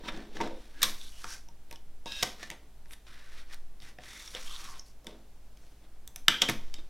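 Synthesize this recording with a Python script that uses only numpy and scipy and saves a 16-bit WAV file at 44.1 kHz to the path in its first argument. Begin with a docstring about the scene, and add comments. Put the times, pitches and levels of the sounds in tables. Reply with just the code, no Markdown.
"""Plastic disc case on a wooden table

A small room, the microphone close: hands open a thin disc case, slide a paper booklet into its lid
and press the disc off its hub. Short noise chatters ring plastic and wood as clicks and thuds; grainy
noise through their resonances makes scuffs, rattles, tails after hits, pitched ringing and sliding paper.
Beneath lie microphone hiss, a wavering mains hum and a slow sway below hearing."""
import sys
import numpy as np
from scipy import signal
from scipy.fft import rfft, irfft
from scipy.io import wavfile

SR = 44100
rng = np.random.default_rng(int(sys.argv[2]) if len(sys.argv) > 2 else 0)


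def to_wav(s):
    """Save 16-bit WAV."""
    ch = np.atleast_2d(s).T  # columns
    pcm = np.round(np.clip(ch, -1, 1) * 32767)  # PCM
    wavfile.write(sys.argv[1], SR, pcm.astype(np.int16))


N = 303849


def gain_of(db):
    """Amplitude factor of a level in dB."""
    return 10 ** (np.asarray(db) / 20)


def evened(x):
    """Scales to an rms of 1."""
    return x / np.sqrt(np.mean(x ** 2) + 1e-20)


def peaked(x):
    """Scales to a peak of 1."""
    return x / (abs(x).max() + 1e-20)


def add(mix, s, sound):
    """Lays a sound into the mix at s seconds, cut at the end of the mix."""
    part = mix[round(s * SR):][:len(sound)]
    part += sound[:len(part)]


def band(x, lo_hz, hi_hz):
    """Keeps what lies between two frequencies."""
    edges_hz = [lo_hz, min(hi_hz, SR / 2.1)]
    return signal.sosfilt(signal.butter(2, edges_hz, "band", fs=SR, output="sos"), x)


def resonate(x, hz, width):
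    """Shifts the curve hz down to zero, smooths, and shifts back: a resonance of gain 1."""
    turn = np.exp(2j * np.pi * np.cumsum(hz * np.ones(len(x))) / SR)
    r = np.exp(-np.pi * width / SR)
    smooth = signal.lfilter([1 - r], [1, -r], x / turn)
    return 2 * (turn * smooth).real


def through(x, peaks):
    """Resonances side by side, with alternating sign."""
    out = np.zeros(len(x))
    for k, (hz, width, db) in enumerate(peaks):
        out += (-1) ** k * gain_of(db) * resonate(x, hz, width)
    return out


def ring(modes, spread_db):
    """Dying sines; where the blow lands sets how much each mode gets, here by chance."""
    t = np.arange(SR // 2) / SR
    out = np.zeros(len(t))
    for hz, db, t60 in modes:
        mode_db = db + spread_db * rng.standard_normal()
        out += gain_of(mode_db - 60 * t / t60) * np.sin(2 * np.pi * hz * t)
    return out


def coloured(points):
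    """Steady noise of rms 1, its spectrum drawn through the points over log frequency."""
    hz = np.fft.rfftfreq(N, 1 / SR)
    f, level_db = np.transpose(points)
    spectrum_db = np.interp(np.log(hz + 1), np.log(f + 1), level_db, -120, -120)
    return evened(irfft(rfft(rng.standard_normal(N)) * gain_of(spectrum_db), N))


def grit(count, per_s):
    """Tiny slips of uneven size over a bed of smooth friction."""
    size_db = 5 * np.minimum(rng.exponential(1, count), 4)
    slips = gain_of(size_db) * (rng.random(count) < per_s / SR)
    return evened((evened(slips) + 1.6) * rng.standard_normal(count))


def judder(count, depth_db):
    """A gain that wanders by chance some tens of times a second."""
    return gain_of(depth_db * evened(band(rng.standard_normal(count), 12, 72)))


def push():
    """The wood takes the slower push of a blow."""
    ms = np.arange(400) / SR * 1000
    return np.exp(-ms / 1.17) * ms


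# Spectrum of the microphone hiss: f/Hz, relative density/dB
HISS = [(35, -48.5), (60, -1), (78, -15.5), (103, -6.5), (371, -15), (417, -14), (492, -17.5), (785, -17),
        (1060, -23), (13300, -34), (16000, -39)]
# Spectrum of the slow sway: f/Hz, relative density/dB
RUMBLE = [(3, -24.5), (6.5, -12), (7.6, 0), (9, -9), (12, -19), (18, -36), (30, -29), (45, -43.5),
          (70, -56)]
# Level of the slow sway, wandering by chance: t/s, level/dB
SWAY = [(0.0, -34.5), (0.29, -34.5), (0.75, -42.5), (1.17, -36.5), (1.38, -40.5), (3.41, -43),
        (3.72, -36.5), (3.97, -52), (4.13, -41.5), (4.49, -32.5), (4.68, -42.5), (5.56, -40), (5.83, -52),
        (6.22, -37.5), (6.39, -51), (6.58, -28.5), (6.89, -38.5)]
HISS_DB, HUM_HZ, HUM_DB = -63.5, 50.7, -59


def floor():
    """Hiss, a wavering mains hum and a slow sway, noise mostly below hearing."""
    t = np.arange(N) / SR
    waver_db = evened(band(rng.standard_normal(N), 0.81, 9.8))
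    hum = np.sqrt(2) * gain_of(HUM_DB + waver_db) * np.sin(2 * np.pi * HUM_HZ * t)
    sway = coloured(RUMBLE) * gain_of(np.interp(t, *np.transpose(SWAY)))
    return gain_of(HISS_DB) * coloured(HISS) + hum + sway


# Spectrum of the hiss unlike in left and right: f/Hz, relative density/dB
APART = [(35, -43), (60, -8.5), (593, -2), (1620, -10.5), (2470, -7.5), (13300, -4.5), (16000, -10.5)]
APART_DB = -74.5


def side_noise(heard):
    """What is opposite in left and right: hiss, and a faint fuzz that follows the sound."""
    flutter = evened(band(rng.standard_normal(N), 20, 400))
    return gain_of(-29) * flutter * heard + gain_of(APART_DB) * coloured(APART)


# Resonances of the case, the first six its body, the rest its upper modes: f/Hz, width/Hz, level/dB
CASE = [(1165, 414, -5), (1533, 44, 5.5), (2070, 360, -5), (2536, 57, -10.5), (3110, 380, -4.5),
        (3762, 560, 4.5), (4480, 300, -4.5), (5576, 890, 6), (6550, 2470, 1)]
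# Modes of the wooden table: f/Hz, level/dB, t60/s
TABLE = [(217, 0, .2), (270, -4, .16), (322, -1, .2), (400, -8, .12)]


def stroke(t, db, upper_db, table_db, drag_db, fine_db):
    """Friction noise excites the modes of the case and, below them, the table."""
    rub, other = grit(len(t), 3000), grit(len(t), 3000)
    body = evened(through(rub, CASE[:6])) + gain_of(3.5) * evened(band(other, 900, 3500))
    upper = evened(through(other, CASE[6:])) + gain_of(-8) * evened(band(rub, 4300, 4900))
    table = band(signal.fftconvolve(rub, ring(TABLE, 2))[:len(t)], 200, 500)
    low_drag, fine = band(rub, 363, 810), band(rub, 8100, 12000)
    out = evened(body)
    for part_db, part in (upper_db, upper), (table_db, table), (drag_db, low_drag), (fine_db, fine):
        out = out + gain_of(part_db) * evened(part)
    return t[0], gain_of(db) * judder(len(t), 1.7) * out


# Short grainy noises, scuffs as well as the rattles and tails after hits: loudest t/s, body level/dB,
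# swell/s, fade/s, then relative to the body: upper modes/dB, table/dB, fine grit/dB
GRAINY_NOISES = [(0.01, -62, .03, 0.03, -11, 12.5, -19), (0.084, -42, 0.091, 0.041, -8.5, -1, -22),
                 (0.125, -53, 0.027, 0.37, -7, 6, -21), (0.184, -66, 0.062, .3, -15, 15, -21),
                 (0.373, -47.5, 0.073, 0.042, -5, 2.5, -30), (0.415, -44.5, 0.057, 0.21, -9.5, 9, -27),
                 (0.62, -63, 0.44, 0.79, -5.5, -7, -11), (0.809, -52.5, 0.12, .03, -8, -4, -14),
                 (0.86, -40, 0.048, 0.15, 0, -6, -9), (1.04, -63.5, 0.4, 0.37, 7, -13, 2.5),
                 (1.23, -60.5, 0.3, .08, 1.5, -12.5, -3), (1.329, -50.5, 0.26, 0.12, 3, -15, -4.5),
                 (1.736, -58, 0.089, 0.064, -12.5, -3, -9.5), (2.25, -44.5, 0.042, 0.16, -3, -0.5, -11),
                 (2.43, -48, 0.096, 0.12, -4, -5, -13.5), (2.522, -52.5, .04, 0.084, -20, 2.5, -15.5),
                 (2.636, -70, 0.041, 0.11, -18, 6, -17), (2.932, -55, 0.067, 0.031, -14, -12.5, 1),
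                 (5.08, -60.5, 0.056, 0.25, -6, 9, -30), (5.65, -71, .25, 0.32, 0.6, 0.5, -5.5),
                 (5.848, -69, .1, 0.11, -18.5, 3, -20), (6.181, -66, .03, .12, -3, -4, -10),
                 (6.3, -52.5, 0.022, 0.78, -2, -0.5, -23), (6.435, -34, 0.025, 0.072, -19, -6, -31),
                 (6.487, -32, 0.0053, 0.074, -5.5, -7.5, -11), (6.511, -53.5, 0.023, 0.13, -16, -1.5, -27),
                 (6.75, -55, 0.013, 0.033, -20.5, -7, -21), (6.79, -57, .05, 0.051, -9.5, 0, -19)]
GRAINY_SPAN_DB = 30  # swell and fade cross this span
DRAG_UNDER_TABLE_DB = -4


def grainy_noise(s, db, swell_s, fade_s, upper_db, table_db, fine_db):
    """Friction noise that swells to its loudest moment and fades, both straight in dB."""
    # at least 1.2 times the swell and the fade, rounded up to tenths of a second
    start = max(s - np.ceil(swell_s * 12) / 10, 0)
    end = s + np.ceil(fade_s * 12) / 10
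    t = np.arange(start, end, 1 / SR)
    shape_db = -GRAINY_SPAN_DB * np.maximum((s - t) / swell_s, (t - s) / fade_s)
    return stroke(t, db + shape_db, upper_db, table_db, table_db + DRAG_UNDER_TABLE_DB, fine_db)


# The small room's reverberation: f/Hz, t60/s, relative level/dB
ROOM = [(150, 0.24, 5), (500, 0.4, 1.5), (1530, 0.32, 0.5), (4200, 0.37, -2.5), (8300, 0.24, 1),
        (15000, 0.5, -7)]


def room(x):
    """Sparse taps of random sign, one in every 20 samples, each band dying at its own speed."""
    taps = np.zeros(SR)
    at = np.arange(180, SR - 20, 20) + rng.integers(0, 20, (SR - 181) // 20)
    taps[at] = rng.choice([-1., 1.], at.shape)
    hz, t, z = signal.stft(taps, SR, nperseg=256)
    points_hz, *columns = np.transpose(ROOM)
    t60, db = (np.interp(np.log(hz + 1), np.log(points_hz), c)[:, None] for c in columns)
    tail = signal.istft(z * gain_of(db - 60 * t / t60), SR, nperseg=256)[1]
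    return signal.fftconvolve(x, tail / np.linalg.norm(tail))[:N]


# Clicks and knocks: t/s halfway through the build-up, plastic's peak level/dB, ringing f/Hz,
# ring level within the plastic/dB, then relative to the plastic: table thud/dB, panel knock/dB,
# edge tick/dB; last, build-up/ms
HITS = [(0.0371, -45, 1820, 5, 3, 2.5, -25, 0.74), (0.0853, -26, 1610, 14, -23, -9.5, -34, 2.26),
        (0.1739, -37, 1450, 0, -1, -5, -29, .6), (0.369, -33.5, 1690, 18, -19, -11, -35, 0.72),
        (0.403, -28.5, 1880, 15, -24, 0, -32, 0.54), (0.4101, -23.5, 1940, 3, -24, -0.5, -40, 2.27),
        (0.4737, -33, 1420, 6, -24, -18, -19, 0.63), (0.818, -19, 3700, 1, -31, -22, -13, 1.62),
        (0.829, -8, 3640, 0, -40, -23, -4, 2.63), (0.842, -20, 3680, 1, -36, -27, -10, 2.3),
        (1.2429, -25.5, 1330, 5, -26.5, -10.5, -23, 0.53), (1.486, -44.5, 5530, 6, -18, -8, -17, .55),
        (1.711, -36, 2430, 3, -29, -7, -2, 0.55), (1.727, -35.5, 3680, -1, -26, -6, -7, 0.22),
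        (1.7586, -38, 3020, -2, -32, -26, -33, 0.39), (2.0583, -33.5, 3630, -11, -9.5, 1, -26, 0.58),
        (2.1209, -30, 3720, 5, -26, -30, -26, 0.35), (2.2256, -14, 3600, -6, -44, -11, -21, 2.15),
        (2.2308, -11.5, 3700, -5.5, -27, -34, -8, 0.62), (2.5018, -25.5, 2020, -9, -23, -19, -5, 0.62),
        (2.5134, -32, 2290, 1, -23, -11, -29, 0.37), (2.8574, -47.5, 1940, -1, -19, -9, -19, 0.35),
        (2.9088, -40.5, 1790, 3, -28, -14, -12, 0.49), (2.9339, -35.5, 1850, -16, -33, -30, -16, 0.46),
        (3.5433, -39, 3880, 6, -30, -27, -3, 0.47), (3.802, -42, 3730, 1.5, -22, -23, -21.5, 0.34),
        (3.8205, -43, 3400, -1, -29, -19.5, -26, 0.43), (3.986, -37, 1800, 12, -25, -2, -29, 0.36),
        (4.2767, -33, 5570, 10, -35, -38, -28, 0.41), (4.349, -24.5, 3340, -.6, -39, -12, -28, .55),
        (4.6429, -38, 6700, -12, -29, -18, -2, 0.58), (4.695, -46, 4660, -6, -14, -3, -6, .45),
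        (4.795, -32.5, 5610, 16, -33, -18, -29, .55), (5.045, -48, 1430, -11, -14, -1, 0, 0.38),
        (5.0684, -28.5, 3160, -8, -26, -13, -14, 0.43), (5.5722, -46.5, 3550, -5.5, -19, -14, -15.5, 0.51),
        (6.0762, -37.5, 3680, 4, -42.5, -22, 5, 0.53), (6.1599, -30.5, 6130, -3, -36.5, -21, 1.5, .7),
        (6.2825, 2, 3210, 6.5, -32, -31, -25, 0.27), (6.416, -25, 5500, 0, -32, -31, -14, .6),
        (6.4184, -5.5, 3050, -2.5, -32.5, -22, -19, 1.3), (6.4888, -17.5, 2260, 7, -11.5, -7, -25, 1.495),
        (6.497, -19, 1830, -5, -10.5, -43, -2.5, 0.69), (6.7409, -27, 3400, -5, -29, -27, -24, 0.32)]
# Modes of the flat panels: f/Hz, level/dB, t60/s
PANEL = [(518, -7, 0.13), (610, -4.5, 0.07), (731, 3, 0.04), (920, 2, 0.064), (1086, -13.5, 0.42)]
# A slow landing also rattles longer
CHATTER_MS, CHATTER_PER_BUILD_UP = 0.77, 2.52


def hit(s, db, hz, ring_db, thud_db, knock_db, tick_db, rise_ms):
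    """A short chatter of contacts rings the plastic and its flat panels; a push rings the table."""
    ms = np.arange(SR // 10) / SR * 1000
    chatter_ms = CHATTER_MS + CHATTER_PER_BUILD_UP * rise_ms
    build_up = 1 - np.exp(-(ms / rise_ms) ** 2)
    chatter = rng.standard_normal(len(ms)) * np.exp(-ms / chatter_ms) * build_up
    chatter[round(rise_ms * SR / 1000)] += 2.5  # the first firm contact

    plastic = gain_of(ring_db) * peaked(resonate(resonate(chatter, hz, 900), hz, 900))
    plastic += gain_of(0.5) * peaked(through(chatter, CASE))
    plastic += gain_of(-1.5) * peaked(band(chatter, 1000, 5000))
    thud = band(signal.fftconvolve(ring(TABLE, 2), push()), 195, 700)
    knock = signal.fftconvolve(ring(PANEL, 2), chatter[:800])
    tick = band(chatter * np.exp(-ms / 4), 6000, 14000)

    out = gain_of(thud_db) * peaked(thud)
    add(out, 0, gain_of(knock_db) * peaked(knock))
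    add(out, 0, peaked(plastic) + gain_of(tick_db) * peaked(tick))
    return s - rise_ms / 2000, gain_of(db) * out


# Pitched bands of friction noise, and the ringing of the disc around its snap:
# start t/s, end t/s, first f/Hz, last f/Hz, width/Hz, level before swell, fade and judder/dB
PITCHED_BANDS = [(0.076, 0.104, 3580, 3600, 130, -45.5), (0.041, .14, 970, 930, 36, -55),
                 (0.058, 0.27, 1620, 1680, 220, -59), (0.399, 0.43, 950, 900, 77, -34.5),
                 (0.489, 0.598, 540, 506, 19, -52.5), (0.726, .86, 1645, 1680, 21, -58.5),
                 (0.983, 1.101, 3530, 3700, 680, -53.5), (1.106, 1.223, 2900, 2900, 330, -61.5),
                 (1.218, 1.38, 1660, 1560, 130, -55), (1.266, 1.365, 5670, 5400, 610, -50.5),
                 (2.393, 2.466, 1820, 1810, 91, -54), (3.053, 3.5, 1700, 1750, 470, -62.5),
                 (3.49, 3.563, 1900, 1882, 290, -59), (3.808, 3.932, 1960, 1930, 300, -60.5),
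                 (4.019, 4.253, 1801, 2120, 350, -55.5), (4.056, 4.345, 3620, 3500, 300, -58),
                 (4.44, 4.591, 2870, 3800, 520, -49.5), (4.438, 4.823, 1182, 1030, 150, -57),
                 (6.281, 6.43, 3270, 3240, 110, -41), (6.284, 6.38, 3070, 3110, 90, -46),
                 (6.291, 6.384, 2410, 2370, 220, -42.5), (6.281, 6.287, 1610, 1550, 260, -19.5),
                 (6.29, 6.372, 1490, 1530, 160, -43.5), (6.421, 6.504, 3150, 3130, 110, -41),
                 (6.747, 6.81, 3730, 3610, 79.2, -61)]


def pitched_band(start, end, first_hz, last_hz, width, db):
    """Grainy noise in one steep gliding resonance that swells and fades."""
    count = round((end - start) * SR)
    hz = np.linspace(first_hz, last_hz, count)
    sung = resonate(resonate(grit(count, 1500), hz, width), hz, 4 * width)
    return start, gain_of(db) * judder(count, 2) * evened(sung) * signal.windows.tukey(count, .5)


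# The weight of a hand or the case makes the floor boom: t/s, peak level/dB
THUMPS = [(0.403, -61), (0.831, -56), (1.243, -54), (2.51, -61), (3.83, -52.5), (3.986, -58), (4.349, -58),
          (6.16, -59), (6.284, -39.5), (6.418, -44), (6.49, -32)]
# Low modes under the table: f/Hz, level/dB, t60/s
BOOM = [(122, 0, .5), (154, -2, .25)]


def thump(s, db):
    """A push rings the low modes under the table."""
    return s, gain_of(db) * peaked(signal.fftconvolve(ring(BOOM, 2), push()))


# The loose lid buzzes while the case is dragged: t/s, level/dB
DRAG = [(2.06, -43.5), (2.112, -46), (2.122, -39), (2.138, -44.5), (2.226, -39)]
# Narrow resonances of the lid: f/Hz, width/Hz, level/dB
LID = [(1640, 35, -5), (2520, 23, -6.5), (2690, 39, -1.5), (3190, 110, -8.5), (3790, 70, 0),
       (4540, 52, -24), (4950, 42, -18), (5170, 48, -8), (5690, 33, -21), (5700, 40, -7), (6180, 52, -17),
       (6240, 67, -19), (7540, 54, -32), (8140, 47, -19), (8510, 41, -29), (9150, 120, -27.5)]


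def drag(rows):
    """Friction in the narrow modes of the lid."""
    s, db = np.transpose(rows)
    t = np.arange(s[0], s[-1], 1 / SR)
    sung = evened(through(grit(len(t), 2700), LID))
    # broad rubbing around the modes: relative dB, slips per second, band in Hz
    for part_db, per_s, lo_hz, hi_hz in ((-7, 2700, 1980, 6200), (-17.5, 3000, 255, 1700),
                                         (-19.5, 3060, 7000, 15000)):
        sung += gain_of(part_db) * evened(band(grit(len(t), per_s), lo_hz, hi_hz))
    return s[0], gain_of(np.interp(t, s, db)) * evened(sung) * signal.windows.tukey(len(t), .05)


# The booklet is pushed along the lid in fits: t/s, rubbing level/dB, upper modes relative to it/dB
SLIDE = [(3.019, -117, 2), (3.071, -58.5, -8), (3.208, -61.5, -6.5), (3.268, -65.5, -3.5), (3.408, -55, -6),
         (3.454, -75.5, -6), (3.539, -51.5, -4), (3.57, -74, -7), (3.63, -90, -7), (3.79, -88, -6),
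         (3.82, -59.5, -2.5), (3.9, -59.5, -1.5), (3.964, -84, -17), (3.995, -64, -15), (4.015, -60, -7),
         (4.057, -57, -0.8), (4.191, -57.5, 3), (4.329, -59, 3), (4.36, -43.5, -12), (4.406, -53.5, -0.2),
         (4.518, -58, 5), (4.658, -52, -2), (4.722, -62, 6.5), (4.742, -54.5, -6.5), (4.79, -62, 1),
         (4.843, -79, -8), (4.867, -75, 13), (4.94, -86, 8)]
SLIDE_TABLE_DB, SLIDE_DRAG_DB = -13.5, -14  # relative to the rubbing
SLIDE_GRIT_DB = -7  # relative to the upper modes


def slide():
    """Paper rubs along the lid: one long stroke of changing level and brightness."""
    s, *columns = np.transpose(SLIDE)
    t = np.arange(s[0], s[-1], 1 / SR)
    db, upper_db = (np.interp(t, s, c) for c in columns)
    return stroke(t, db, upper_db, SLIDE_TABLE_DB, SLIDE_DRAG_DB, upper_db + SLIDE_GRIT_DB)


def scene():
    """Sounds close to the microphone, their room, the noise floor and a nearly mono stereo image."""
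    near = np.zeros(N)
    for source, rows in ((hit, HITS), (thump, THUMPS), (grainy_noise, GRAINY_NOISES),
                         (pitched_band, PITCHED_BANDS)):
        for row in rows:
            add(near, *source(*row))
    add(near, *slide())
    add(near, *drag(DRAG))
    heard = near + gain_of(-11) * room(near)
    side = side_noise(heard)
    mid = heard + floor()
    return np.array([mid + side, mid - side])


EDGE_HZ = 16150


def record(dry):
    """The loudest snap just overloads; then the band limit."""
    lowpass = signal.firwin(511, EDGE_HZ, window=("kaiser", 9), fs=SR)
    return signal.oaconvolve(np.clip(dry, -.97, .97), lowpass[None], "same")


dry = scene()
out = record(dry)
to_wav(out)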